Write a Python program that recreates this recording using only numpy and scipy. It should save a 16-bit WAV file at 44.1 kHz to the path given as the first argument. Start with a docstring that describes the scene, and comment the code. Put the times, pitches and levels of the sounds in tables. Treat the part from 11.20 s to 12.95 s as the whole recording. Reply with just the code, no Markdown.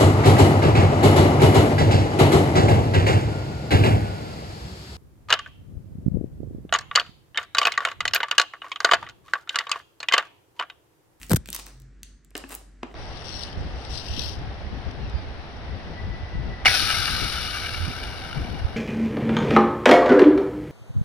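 """Thin plastic wrapping snaps and rustles on a record sleeve turned by hand in a quiet, bare room.
Creases buckle with bright ticks, and the film sticks and slips over the cardboard. Early on, a
finger brushes the microphone with dry scratches and dull bumps; then fingers tap the board and
it rings, hollow. A low hum and room air lie underneath, and a soft low tone swells once."""
import sys
import numpy as np
from scipy import signal
from scipy.fft import rfft, irfft, next_fast_len
from scipy.io import wavfile
from scipy.ndimage import map_coordinates

SR = 44100
rng = np.random.default_rng(int(sys.argv[2]) if len(sys.argv) > 2 else 0)


def store_pcm(level_fs):
    """Save levels as 16-bit WAV."""
    pcm = np.round(np.clip(level_fs, -1, 1) * 32767).astype(np.int16)
    wavfile.write(sys.argv[1], SR, np.atleast_2d(pcm).T)


N = 77175
HIT_SAMPLES = 4096
TIME, HIT_TIME = np.arange(N) / SR, np.arange(HIT_SAMPLES) / SR


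def amp(db):
    """Decibels to gain."""
    return 10 ** (np.asarray(db) / 20)


def unit(x):
    """Scale to rms 1."""
    return x / np.sqrt(np.mean(x ** 2) + 1e-20)


def decay(t, t60):
    """Exponential fall, 60 dB in t60 seconds."""
    return np.exp(-np.log(1000) * t / np.maximum(t60, 1e-4))


def curve_at(points, hz):
    """Read a curve on a log frequency axis."""
    freqs, values = np.transpose(points)
    return np.interp(np.log(hz + 1), np.log(freqs + 1), values)


def eq(x, curve, tilt_db=0):
    """Minimum-phase EQ, tilted by tilt_db per octave above 700 Hz, pivoting at 4 kHz."""
    n = x.shape[-1]
    size = 2 * next_fast_len(n // 2 + HIT_SAMPLES // 2)
    hz = np.fft.rfftfreq(size, 1 / SR)
    octaves = np.log2(np.maximum(hz, 700) / 4000)
    cepstrum = irfft(np.log(amp(curve_at(curve, hz) + tilt_db * octaves)))
    cepstrum[1:size // 2] *= 2
    cepstrum[size // 2 + 1:] = 0
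    return irfft(rfft(x, size) * np.exp(rfft(cepstrum)))[..., :n]


def stereo(three, correlation):
    """Left and right from one shared and two separate signals."""
    return np.sqrt(correlation) * three[0] + np.sqrt(1 - correlation) * three[1:]


def place(out, start, sound):
    """Mix a sound in at start seconds."""
    part = out[:, round(start * SR):][:, :sound.shape[-1]]
    part += sound[..., :part.shape[1]]


def crack(curve, tilt_db, t60, correlation):
    """A hard-edged noise burst that reaches the left microphone slightly late."""
    envelope = decay(HIT_TIME, t60)
    noise = stereo(np.sign(rng.standard_normal((3, HIT_SAMPLES))), correlation)
    burst = eq(noise * envelope, curve, tilt_db)
    lag_s = rng.normal(15e-6, 4e-6)
    burst[0] = map_coordinates(burst[0], [np.arange(HIT_SAMPLES) - lag_s * SR], order=5)
    return unit(burst) * np.sqrt(np.mean(envelope ** 2))


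def mode(hz, t60, rise_s):
    """One damped resonance with a soft attack."""
    return np.sin(2 * np.pi * hz * HIT_TIME) * decay(HIT_TIME, t60) * (1 - np.exp(-HIT_TIME / rise_s))


# Fader ride of the hum (time [s], level [dB])
HUM_RIDE = [(0, -48), (.95, -49), (.98, -62), (1.12, -53), (1.22, -50), (1.75, -49)]
def hum(hz=48.3):
    """A deep, pure hum that dips briefly near one second."""
    return amp(np.interp(TIME, *np.transpose(HUM_RIDE))) * unit(np.sin(2 * np.pi * hz * TIME))


# Tone of the room air (frequency [Hz], gain [dB])
AIR_EQ = [(20, -31.5), (60, 8), (130, -2), (205, -1), (300, -4.5), (500, -18), (900, -26.5), (1700, -17),
          (3000, -29.5), (8000, -33.5), (11000, -54), (16000, -58)]
# Fader ride of the air (time [s], level [dB])
AIR_RIDE = [(0, -53.5), (.55, -57.5), (.93, -58), (1, -61), (1.12, -61.5), (1.25, -60), (1.75, -54.5)]
def room_air():
    """A dark noise bed that eases down and comes back."""
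    noise = stereo(rng.standard_normal((3, N)), correlation=0.8)
    return amp(np.interp(TIME, *np.transpose(AIR_RIDE))) * unit(eq(noise, AIR_EQ))


# Slides, rising and falling by 20 dB (crest time [s], level [dB], rise [s], fall [s], tilt [dB/octave])
RUSTLE_CUES = [(0.028, -49, 0.15, 0.098, 2), (0.35, -39.5, 0.03, 0.022, 0), (0.393, -38, 0.013, 0.029, 0.5),
               (0.479, -51, 0.048, 0.081, -2), (1.173, -45.5, 0.024, 0.082, -4),
               (1.325, -35.5, 0.037, 0.035, -0.9), (1.349, -39.5, 0.035, 0.036, 7),
               (1.72, -56, .08, 0.2, -5.5)]
# Tone of the rustle, with a glassy digital colouring in the top treble (frequency [Hz], gain [dB])
RUSTLE_EQ = [(120, -20.5), (280, 6.5), (520, 3), (900, 6), (1500, 3), (3500, -1), (6000, -5.5), (8500, 3),
             (10200, -4), (12000, -0.5), (14000, -14.5), (15700, -1.5)]
def film_rustles(grains_per_s=1200, grain_spread_db=5, clumps_per_s=350, clump_db=3):
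    """Film slides over cardboard: stick-slip grains and fine hiss, clumping as it catches and lets go."""
    out = np.zeros((2, N))
    for crest, db, rise, fall, tilt in RUSTLE_CUES:
        slips = (rng.random((3, N)) < grains_per_s / SR) * np.sign(rng.standard_normal((3, N)))
        grains = slips * amp(grain_spread_db * rng.standard_normal((3, N)).clip(-2, 2))
        grip = rng.standard_normal(int(TIME[-1] * clumps_per_s) + 2).clip(-2, 2)
        clumps = amp(clump_db * np.interp(TIME * clumps_per_s, np.arange(len(grip)), grip))
        hiss = 0.5 * rng.standard_normal((3, N))
        friction = clumps * stereo(unit(grains) + hiss, correlation=0.66)
        envelope = amp(db - 20 * np.maximum((crest - TIME) / rise, (TIME - crest) / fall))
        out += envelope * unit(eq(friction, RUSTLE_EQ, tilt))
    return out


# Creases snapping over (time [s], relative level [dB], tilt [dB/octave])
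SNAP_CUES = [(0.0155, -38, -6), (0.0225, -41, 7), (0.0314, -32, -4), (.0495, -75, 17), (0.0664, -44, 0),
             (.0864, -45, 3), (.2587, -35.5, -3), (0.2747, -35.5, 2), (0.2824, -38, 14),
             (0.2881, -30, -1.5), (0.303, -26, 3.5), (0.3295, -20.5, 1.5), (0.3347, -36.5, -3.5),
             (0.3403, -31, 14), (0.3474, -20, 4.5), (0.3503, -32.5, -7.5), (0.352, -22.5, 5),
             (0.3625, -23.5, 5.5), (0.3641, -29, -7.5), (0.389, -68, 0), (.3966, -33, -7.5),
             (0.4632, -32, 15), (0.4665, -35.5, -8.5), (0.4831, -44, 2.5), (0.57, -60, 7), (0.6, -45, 4.5),
             (0.6195, -51.5, -1), (0.8321, -31, 0.5), (1.0476, -47, 4.5), (1.1063, -53, -4.5),
             (1.1576, -28, -18), (1.1671, -32.5, -2.5), (1.1781, -22, 6.5), (1.2918, -35.5, 8),
             (1.296, -41.5, -7), (1.3189, -33, 17), (1.3092, -48, 2), (1.3251, -39, -14.5),
             (1.3426, -33.5, 2.5), (1.3508, -20, 10.5)]
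# Tone of the snaps, with a glassy digital colouring in the top treble (frequency [Hz], gain [dB])
SNAP_EQ = [(200, -28.5), (600, -24.5), (1100, -14.5), (2000, -3), (4000, 0.5), (6000, -0.5), (8500, 6),
           (10200, -7), (12000, 5.5), (14000, -14), (15700, -0.5)]
def film_snaps(gain_db=4, low_cut_hz=649):
    """Single creases flip with a thin, bright tick, too small to radiate bass."""
    out = np.zeros((2, N))
    for start, db, tilt in SNAP_CUES:
        place(out, start, amp(db + gain_db) * crack(SNAP_EQ, tilt, t60=0.0057, correlation=0.94))
    return signal.sosfilt(signal.butter(2, low_cut_hz, "high", fs=SR, output="sos"), out)


# Scratches on the microphone (time [s], relative level [dB], decay t60 [s], tilt [dB/octave])
SCRATCH_CUES = [(.0964, -26, 0.0085, 0), (0.1031, -27.5, 0.018, -1), (0.108, -22.5, 0.017, -1.5),
                (.1148, -19, 0.035, -5), (0.1168, -14.5, 0.0045, 3), (0.1196, -19.5, 0.016, -4),
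                (0.129, -28.5, .008, -6), (0.1328, -12, 0.012, -1), (0.1465, -25, 0.012, -1.5),
                (0.15, -32, .005, -27), (0.1606, -12.5, 0.0025, 1.5), (0.1632, -14.5, .012, 3),
                (0.1673, -21, 0.014, 0)]
# Tone of the scratches, with a glassy digital colouring in the top treble (frequency [Hz], gain [dB])
SCRATCH_EQ = [(200, 13), (900, -1.5), (2500, -6), (4500, 0), (6500, -2), (8800, 5), (10500, -4.5),
              (12000, 7), (14000, -5), (15700, -0.5)]
def mic_scratches(gain_db=2):
    """A finger brushes the microphone in a quick run of dry bursts."""
    out = np.zeros((2, N))
    for start, db, t60, tilt in SCRATCH_CUES:
        place(out, start, amp(db + gain_db) * crack(SCRATCH_EQ, tilt, t60, correlation=0.51))
    return out


# Handling bumps (time [s], pitch [Hz], relative level [dB], decay t60 [s])
BUMP_CUES = [(.106, 470, -19.5, 0.026), (0.1067, 1547, -26, 0.033), (.111, 681, -19.5, 0.041),
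             (0.1139, 210.4, -9.5, 0.061), (.1243, 164.7, -7.5, 0.06), (.1348, 380, -3.5, 0.012),
             (.1424, 125, -2.5, 0.033), (0.162, 1532, -28.5, .025), (.168, 215.7, -19.5, 0.029),
             (0.175, 66, -23.5, 0.063), (0.29, 180, -38.5, 0.089)]
def mic_bumps():
    """Handling bumps the microphone, one dull resonance per hit."""
    out = np.zeros((2, N))
    for start, hz, db, t60 in BUMP_CUES:
        place(out, start, amp(db) * mode(hz, t60, rise_s=0.00067))
    return out


# Leftward lean of the handling noise (frequency [Hz], left over right [dB])
HANDLING_PAN = [(300, 1.5), (900, 1), (1500, 15), (2400, 10.5), (4000, 2.5), (8000, 3), (14000, -1)]
def mic_handling():
    """Scratches and bumps land close to the left microphone port."""
    left, right = mic_scratches() + mic_bumps()
    boost = [(hz, db / 2) for hz, db in HANDLING_PAN]
    cut = [(hz, -db / 2) for hz, db in HANDLING_PAN]
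    return np.array([eq(left, boost), eq(right, cut)])


# Fingers landing (time [s], knock level [dB], tilt [dB/octave], ring gain [dB], ring pitch [ratio])
TAP_CUES = [(0.2872, -35.5, -2.5, -41.5, 0.96), (1.113, -52, -3, -60, 1.03), (1.153, -24, 5.5, -29, 1.19),
            (1.2392, -32, -10, -32, 1.06), (1.412, -42, -8.5, -59.5, 1.36), (1.629, -39.5, 0, -64.5, 0.83),
            (1.6316, -22, 0.5, -27.5, 0.99), (1.713, -43, -8.5, -47, 1.24), (1.7418, -32, -8.5, -44.5, 2.3)]
# Tone of the knock (frequency [Hz], gain [dB])
KNOCK_EQ = [(100, -34), (350, 7), (900, 1.5), (1700, 2), (2700, -0.5), (3500, -12), (5500, -15),
            (9000, -27), (16000, -57)]
# Resonances of the sleeve (base frequency [Hz], relative level [dB], decay t60 [s])
BOARD_MODES = [(259.5, -0.5, 0.078), (339, 6.5, 0.028), (438, -7.5, 0.016), (733, -5.5, 0.016),
               (995, -5, 0.026), (1622, 4.5, .011), (1884, -10, 0.016), (2438, 1, .01)]
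def finger_taps(pan_db=1, rise_cycles=0.7):
    """A dull knock on the card, then the board's brief hollow ring, whose pitch depends on the grip."""
    out = np.zeros((2, N))
    for start, db, tilt, ring_db, pitch in TAP_CUES:
        knock = crack(KNOCK_EQ, tilt, t60=0.012, correlation=0.69)
        ring = sum(amp(level) * mode(hz * pitch, t60, rise_cycles / hz) for hz, level, t60 in BOARD_MODES)
        place(out, start, amp(db) * knock + amp(ring_db) * ring)
    return out * amp([[pan_db], [-pan_db]])


def low_swell(hz=131, crest_s=0.622, width_s=0.087, level_db=-50):
    """A soft low tone that comes and goes."""
    envelope = amp(level_db) * np.exp(-((TIME - crest_s) / width_s) ** 2)
    return envelope * unit(np.sin(2 * np.pi * hz * TIME))


# Length of the room's tail (frequency [Hz], decay t60 [s])
REVERB_DECAY = [(150, 0.37), (500, .6), (2000, 0.29), (5000, 0.51), (9000, 0.44), (15000, 0.17)]
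# Tone of the tail (frequency [Hz], gain [dB])
REVERB_EQ = [(100, 5.5), (270, -2.5), (700, -2.5), (2000, 0), (5000, -1.5), (9000, -6), (15000, -18.5)]
def reverb(send):
    """The bare walls return a wide, diffuse tail, each band dying at its own rate."""
    noise = stereo(rng.standard_normal((3, SR)), correlation=0.25)
    hz, t, bands = signal.stft(noise, SR, nperseg=256)
    bands = bands * decay(t, curve_at(REVERB_DECAY, hz)[:, None])
    tail = signal.istft(bands, SR, nperseg=256)[1]
    tail = eq(tail / np.linalg.norm(tail[0]), REVERB_EQ)
    return signal.fftconvolve(send, tail, axes=1)[:, :N]


def scene():
    """Handling sounds, each with its own reverb send, over the low bed."""
    # (sound, reverb send [dB])
    layers = [(film_snaps(), -3), (finger_taps(), -5), (film_rustles(), -4), (mic_handling(), -27)]
    direct = sum(sound for sound, _ in layers)
    send = sum(amp(db) * sound for sound, db in layers)
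    return direct + reverb(send) + hum() + low_swell() + room_air()


def record(dry, low_cut_hz=36, top_hz=16200):
    """The camera cuts the deepest bass and everything above its band limit."""
    trimmed = signal.sosfilt(signal.butter(4, low_cut_hz, "high", fs=SR, output="sos"), dry)
    size = next_fast_len(N + HIT_SAMPLES)
    brick_wall = 1 / (1 + (np.fft.rfftfreq(size, 1 / SR) / top_hz) ** 120)
    return irfft(rfft(trimmed, size) * brick_wall, size)[:, :N]


dry = scene()
out = record(dry)
store_pcm(out)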